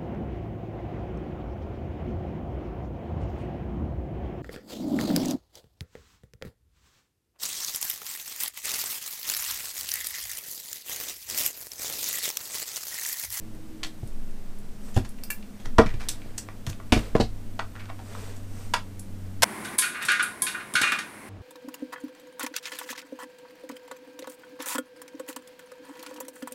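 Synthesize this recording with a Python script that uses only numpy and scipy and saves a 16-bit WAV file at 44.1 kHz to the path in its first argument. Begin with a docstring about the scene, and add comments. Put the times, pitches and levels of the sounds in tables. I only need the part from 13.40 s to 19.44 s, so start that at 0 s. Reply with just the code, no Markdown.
"""On a hobby workbench, close up: wire strippers nip a lead and are put down, a battery and its plugs
are nudged about on a cutting mat. Clicks, scrapes and strokes are shaped noise; steel jaws and bench top
are sets of dying modes struck by rough contact forces; a slowing fan hums faintly as three sines.
The bench sways the microphone with a very low rumble, and a small room answers with a short noise tail."""
import sys
import numpy as np
from scipy import signal
from scipy.fft import rfft, irfft
from scipy.io import wavfile
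from scipy.ndimage import uniform_filter1d

SR = 44100
rng = np.random.default_rng(int(sys.argv[2]) if len(sys.argv) > 2 else 0)


def dump_mix(stems):
    """Bounce the given channels to the path in sys.argv[1] as a 16-bit WAV at rate SR."""
    frames = np.atleast_2d(stems).T  # one column per channel
    limited = np.clip(frames, -1, 1)  # hard clip at full scale
    pcm = np.round(limited * 32767).astype(np.int16)
    wavfile.write(sys.argv[1], SR, pcm)


N = 266452
T = np.arange(N) / SR


def from_db(db):
    """Decibels to amplitude gain."""
    return 10 ** (np.asarray(db) / 20)


def rms_one(x):
    """Scale to unit rms."""
    return x / np.sqrt(np.mean(x ** 2) + 1e-20)


def coloured(spectrum):
    """Steady noise of rms 1, its colour drawn through (frequency [Hz], relative level [dB]) points."""
    hz = np.fft.rfftfreq(N, 1 / SR) + 1
    point_hz, point_db = np.transpose(spectrum)
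    gain = from_db(np.interp(np.log(hz), np.log(point_hz), point_db, -90, -90))
    return rms_one(irfft(rfft(rng.standard_normal(N)) * gain, N))


def add(out, start_s, db, sound, head_s):
    """Mix a sound in at its start time; the level is the rms of its first head_s seconds."""
    i = round(start_s * SR)
    head_rms = np.sqrt(np.mean(sound[:round(head_s * SR)] ** 2))
    out[i:i + len(sound)] += (from_db(db) / head_rms * sound)[:N - i]


def burst(t60, size=8192):
    """White noise that starts at once and dies away by 60 dB in t60 seconds."""
    return rng.standard_normal(size) * from_db(-60 * T[:size] / max(t60, 0.001))


def strike(modes, push, size=16384):
    """A rough contact force sets every mode (frequency [Hz], level [dB], t60 [s]) ringing."""
    t = T[:size]
    rings = np.zeros(size)
    for hz, db, t60 in modes:
        rings += from_db(db - 60 * t / t60) * np.sin(2 * np.pi * hz * t)
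    return signal.fftconvolve(push, rings)[:size]


def air():
    """Room and microphone noise: a steady bed, darkest in the treble."""
    # colour of the bed: (frequency [Hz], relative level per Hz [dB])
    air_colour = [(25, -20), (45, -23), (70, -27), (130, -31.5), (180, -30), (230, -24), (290, -33.5),
                  (400, -37.5), (650, -42.5), (1000, -48.5), (2000, -52.5), (4000, -57), (9000, -60),
                  (16000, -61)]
    return from_db(-44) * coloured(air_colour)


def fan():
    """Three multiples of the slowing turn rate, each wavering a little in strength."""
    # turn rate and hum levels: (time [s], turn rate [Hz], first, second and third multiple [dB rms])
    fan_curve = [(0, 105.8, -48, -59, -48), (.45, 105.7, -61, -58.5, -49), (.8, 102.7, -63, -55.5, -62),
                 (2, 102.5, -60, -48, -88), (2.7, 102.5, -48.5, -54, -56), (4, 98.85, -43, -63.5, -59.5),
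                 (5.5, 96.43, -41, -50, -57.5), (6.04, 94.9, -36, -49, -52.5)]
    waver_db = 2.0   # rms
    s, *columns = np.transpose(fan_curve)
    turn_hz, *levels_db = [np.interp(T, s, column) for column in columns]
    phase = 2 * np.pi * np.cumsum(turn_hz) / SR
    out = np.zeros(N)
    for multiple, db in enumerate(levels_db, start=1):
        waver = waver_db * rms_one(uniform_filter1d(rng.standard_normal(N), size=3000))
        out += np.sqrt(2) * from_db(db + waver) * np.sin(multiple * phase)
    return out


def sway():
    """Each jolt restarts the microphone stand's slow, dying rocking, over a random drift."""
    # jolts that set the stand rocking: (time [s], rms level [dB], ring t60 [s])
    jolts = [(0.451, -33.5, 4.6), (0.698, -22.5, 4.3), (1.57, -33, 6), (2.242, -20.5, 3.9),
             (2.46, -19.5, 1.5), (3.719, -24, 2.23), (5.099, -30.5, 2.8)]
    rock_hz, drift_db = 13, -36.5
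    out = from_db(drift_db) * coloured([(2, 4.0), (5, -5.0), (13, -0.5), (24, -19)])
    ends = [s for s, _, _ in jolts[1:]] + [T[-1]]
    for (s, db, t60), end in zip(jolts, ends):
        t = np.maximum(T - s, 0)
        onset = 1 - np.exp(-t / 0.014)
        stilled = np.exp(-np.maximum(T - end, 0) / 0.045)   # the next jolt takes over
        rocking = np.sqrt(2) * from_db(db - 60 * t / t60) * np.sin(2 * np.pi * rock_hz * t)
        out += rocking * onset * stilled
    return out


def sliding():
    """Skin hisses smoothly, plastic drags in uneven little catches; each stroke swells and fades."""
    # strokes over the mat: (middle time [s], length [s], skin hiss level [dB], plastic drag level [dB])
    strokes = [(.66, 0.11, -73, -82), (1.477, 0.11, -57.5, -60), (2.72, 0.55, -76, -56),
               (3.63, 0.16, -56.5, -46.5), (4.804, 0.29, -53.5, -46.5), (5.213, 0.21, -56.5, -54)]
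    # colour of skin on the mat: (frequency [Hz], relative level per Hz [dB])
    skin_colour = [(2500, -31), (5500, 2), (7000, -0.5), (8500, 4), (10000, -6), (15000, -6)]
    # colour of dragged plastic: (frequency [Hz], relative level per Hz [dB])
    drag_colour = [(400, 9.5), (800, -1), (1500, -2), (2600, -6), (5000, -10.5)]
    hiss_gain, drag_gain = from_db(-64.5), from_db(-61)   # steady fidgeting under the strokes
    for middle_s, length_s, hiss_db, drag_db in strokes:
        swell = np.exp(-(2 * (T - middle_s) / length_s) ** 2)
        hiss_gain = hiss_gain + from_db(hiss_db) * swell
        drag_gain = drag_gain + from_db(drag_db) * swell
    catches = from_db(1.3 * rms_one(uniform_filter1d(rng.standard_normal(N), size=400)))
    plastic = rms_one(catches * coloured(drag_colour))
    return hiss_gain * coloured(skin_colour) + drag_gain * plastic


def click_colour(hz, pitch_hz, fall_db, ring_db=-1.5, ring_share=0.07):
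    """A slope either side of the pitch on a pink tilt, plus one narrow ring lent by the part that moved."""
    bass_side, bend = 0.83, 1.02   # shallower fall-off below the pitch; steepening away from it
    octaves = np.log2(hz / pitch_hz)
    distance = np.maximum(octaves, -bass_side * octaves) ** bend
    colour = from_db(-fall_db * distance) / np.sqrt(hz)
    colour *= 1 / (1 + (560 / hz) ** 6)   # small parts radiate no bass
    colour *= 1 / (1 + (hz / (8500 + 1.16 * pitch_hz)) ** 4)   # dull ones lack the top
    ring = from_db(ring_db) / (1 + ((hz - pitch_hz) / (ring_share * pitch_hz)) ** 2)
    return colour * (1 + ring)


def click(pitch_hz, fall_db, t60, rise_s, crack_gain=2.53, crack_s=0.00067, lumpy_db=4.5):
    """A crack, then a dying rattle of tiny uneven contacts; a slow rise weakens the crack."""
    size = 8192
    hz, t = np.fft.rfftfreq(size, 1 / SR) + 1, T[:size]
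    noise = irfft(rfft(rng.standard_normal(size)) * click_colour(hz, pitch_hz, fall_db))
    swell = (1 - np.exp(-t / (rise_s + 0.0011))) ** 2
    lumps = rms_one(np.convolve(rng.standard_normal(size), np.hanning(300), "same"))
    rattle = noise * from_db(-60 * t / t60) * swell * from_db(lumpy_db * lumps)
    edge = irfft(rfft(noise) / (1 + (1500 / hz) ** 2))   # the crack carries no body, which builds later
    sudden = crack_gain * np.exp(-(t + rise_s) / crack_s) * (1 - np.exp(-t * pitch_hz * 2.6))
    return rattle + edge * sudden


def clicks():
    """Plugs, wire and jaws click suddenly; short scrapes of the same parts swell before they die."""
    # both: (time [s], level [dB], pitch [Hz], fall-off before bend and tilt [dB/octave], rattle t60 [s])
    click_rows = [(.150, -60, 11000, 7, .02), (0.432, -28.5, 3540, 6, 0.047), (0.675, -52.5, 8900, 10, .04),
                  (.909, -60, 9000, 9, .02), (1.186, -54, 11400, 11, .025),
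                  (1.6477, -43.5, 900, -0.5, 0.058), (1.6905, -47.5, 11000, 12, 0.025),
                  (2.027, -50.5, 2640, 8, .032), (2.3833, -10, 968.5, 5.5, 0.023),
                  (2.4614, -34.5, 2430, 6, 0.045), (2.49, -43, 1930, 5, 0.077),
                  (2.5398, -44.5, 2300, 6, 0.045), (2.6869, -25, 7500, 8.5, 0.054),
                  (2.6864, -35, 3960, 21, .053), (2.819, -49.5, 2340, 26, 0.014),
                  (2.979, -29.5, 7680, 8, 0.046), (3.0876, -38.5, 1240, 14, .0076),
                  (3.266, -34.5, 3500, 0, 0.033), (3.2902, -41, 7000, 2.5, 0.076),
                  (3.3996, -42.5, 970, 13, 0.018), (3.5223, -17, 2860, 4.5, 0.049),
                  (3.7993, -30.5, 4120, 10, 0.09), (4.1921, -25.5, 875, 6.5, .025),
                  (4.3494, -45, 1440, 7.5, 0.37), (4.3936, -45.5, 2250, 8, 0.18),
                  (4.4563, -48.5, 1530, 10, 0.013), (4.4877, -44, 1060, 8.5, 0.082),
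                  (4.591, -43, 920, 7, 0.035), (4.7493, -40, 1220, 21, 0.021),
                  (5.337, -17, 920, 2.5, 0.035), (5.5948, -41, 9900, 15, 0.031),
                  (6.0221, -14.5, 1610, -2, 0.085)]
    scrape_rows = [(0.459, -49, 7800, 1.2, 0.053), (1.533, -48.5, 7050, 6, .09),
                   (1.558, -35, 3090, 0.5, 0.056), (1.782, -54.5, 2500, 6.5, 0.026),
                   (2.186, -55.5, 3440, 2.5, 0.13), (2.247, -42, 1840, 2.8, 0.056),
                   (2.588, -44, 1950, 1.5, 0.18), (3.3248, -49, 2390, 5, 0.057),
                   (3.5526, -37.5, 2760, 0.5, 0.13), (3.752, -34, 1020, 2.5, .08),
                   (4.96, -54, 7700, 11, 0.049)]
    rows = [(*row, 0.00041) for row in click_rows]   # rise [s]
    rows += [(*row, 0.091 * row[-1]) for row in scrape_rows]   # rise is a share of the rattle
    out = np.zeros(N)
    for s, db, pitch_hz, fall_db, t60, rise_s in rows:
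        add(out, s, db, click(pitch_hz, fall_db, t60, rise_s), head_s=0.0091 + 3 * rise_s)
    return out


def knocks(rise_s=0.0016):
    """The bench top answers blows whose force builds over milliseconds; harder ones reach higher modes."""
    # blows: (time [s], boom level [dB], hardness per step up the modes [dB], contact t60 [s])
    blows = [(0.631, -32.5, -18, 0.026), (1.564, -19, -4.5, 0.084), (2.258, -44.5, -0.5, 0.14),
             (2.384, -24, 9.5, 0.067), (2.457, -28, -34, 0.077), (2.538, -31.5, -21, 0.036),
             (2.859, -45.5, -4.5, 0.018), (3.265, -28.5, -25, 0.21), (3.522, -21.5, 3, 0.052),
             (3.563, -23, -3, .11), (3.751, -29.5, 8, 0.026), (3.798, -25, 3.5, 0.092)]
    # modes of the bench top: (frequency [Hz], relative level [dB], t60 [s])
    bench_modes = [(43.7, -1, 0.85), (98.5, -7.5, 0.32), (122.2, 13.5, 0.073), (170.75, -9, 0.079),
                   (224, -25, 0.05), (227, 0, 0.15), (259, 7.5, 0.092), (310, 16.5, 0.025),
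                   (445.3, 2, 0.046), (585, -8, 0.041), (625, -6, 0.062), (722, -8.5, 0.059),
                   (946, -32, 0.1)]
    # edges between which modes make boom, thud and rap: (frequency [Hz])
    part_edges = [30, 180, 400, 1000]
    rap_loss_db = 5.5   # the top modes are a little harder to reach
    out = np.zeros(N)
    for s, boom_db, hard_db, t60 in blows:
        push = burst(t60, size=4096) * (1 - np.exp(-T[:4096] / rise_s))
        parts_db = [boom_db, boom_db + hard_db, boom_db + 2 * hard_db - rap_loss_db]
        for part_db, low, high in zip(parts_db, part_edges, part_edges[1:]):
            part_modes = [mode for mode in bench_modes if low < mode[0] < high]
            add(out, s, part_db, strike(part_modes, push), head_s=0.05)
    return out


def metal():
    """The steel jaws clink: a bright crack and short modes, those near the blow's colour favoured."""
    # clinks: (time [s], ring level [dB], colour centre [Hz], colour width [octaves], crack level [dB])
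    clinks = [(1.8364, -35, 6760, 0.46, -36.5), (1.9035, -27.5, 4500, 2, -23.5)]
    # modes of the jaws: (frequency [Hz], level before the blow's colour [dB], t60 [s])
    steel_modes = [(1747, 7, 0.055), (2360, 11.5, 0.037), (2720, 13, 0.024), (4970, 0, 0.0099),
                   (5870, -14, .008), (8500, -2, 0.0065), (12800, 11, 0.013), (14200, -7, .005)]
    out = np.zeros(N)
    for s, ring_db, centre_hz, width, crack_db in clinks:
        modes = []
        for hz, mode_db, t60 in steel_modes:
            loss_db = 4.2 * (np.log2(hz / centre_hz) / width) ** 2
            modes.append((hz, mode_db - loss_db, t60))
        push = burst(0.0073, size=2048)
        push[0] = 5.0   # one hard touch, then a little chatter
        add(out, s, ring_db, strike(modes, push), head_s=0.0052)
        add(out, s, crack_db, np.diff(burst(0.06)), head_s=0.0069)
    return out


def room(x, t60=0.17, gap_s=0.0057, treble_share=0.93, split_hz=6000):
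    """After a short gap the walls answer with a dense tail; soft surfaces swallow its treble sooner."""
    low_pass = signal.butter(1, split_hz, fs=SR)
    high_pass = signal.butter(1, split_hz, "high", fs=SR)
    dull = signal.lfilter(*low_pass, burst(t60, size=12000))
    bright = signal.lfilter(*high_pass, burst(t60 * treble_share, size=12000))
    tail = np.r_[np.zeros(round(gap_s * SR)), dull + bright]
    return signal.fftconvolve(x, tail / np.sqrt(np.sum(tail ** 2)))[:N]


def scene():
    """All sources, heard by one microphone; the bench boom excites the room less than the clicks do."""
    bed = air() + fan() + sway() + sliding()
    airborne = clicks() + metal()
    boom = knocks()
    echo = from_db(-5) * room(airborne + 0.38 * boom)
    return (airborne + echo + boom + bed)[None]


def record(dry):
    """Peaks are rounded, then the top is cut steeply."""
    rounded = 0.83 * np.tanh(dry / 1.001)
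    top_cut = signal.cheby2(20, 80, 16000, fs=SR, output="sos")   # 80 dB down from 16 kHz
    return signal.sosfilt(top_cut, rounded)


dry = scene()
out = record(dry)
dump_mix(out)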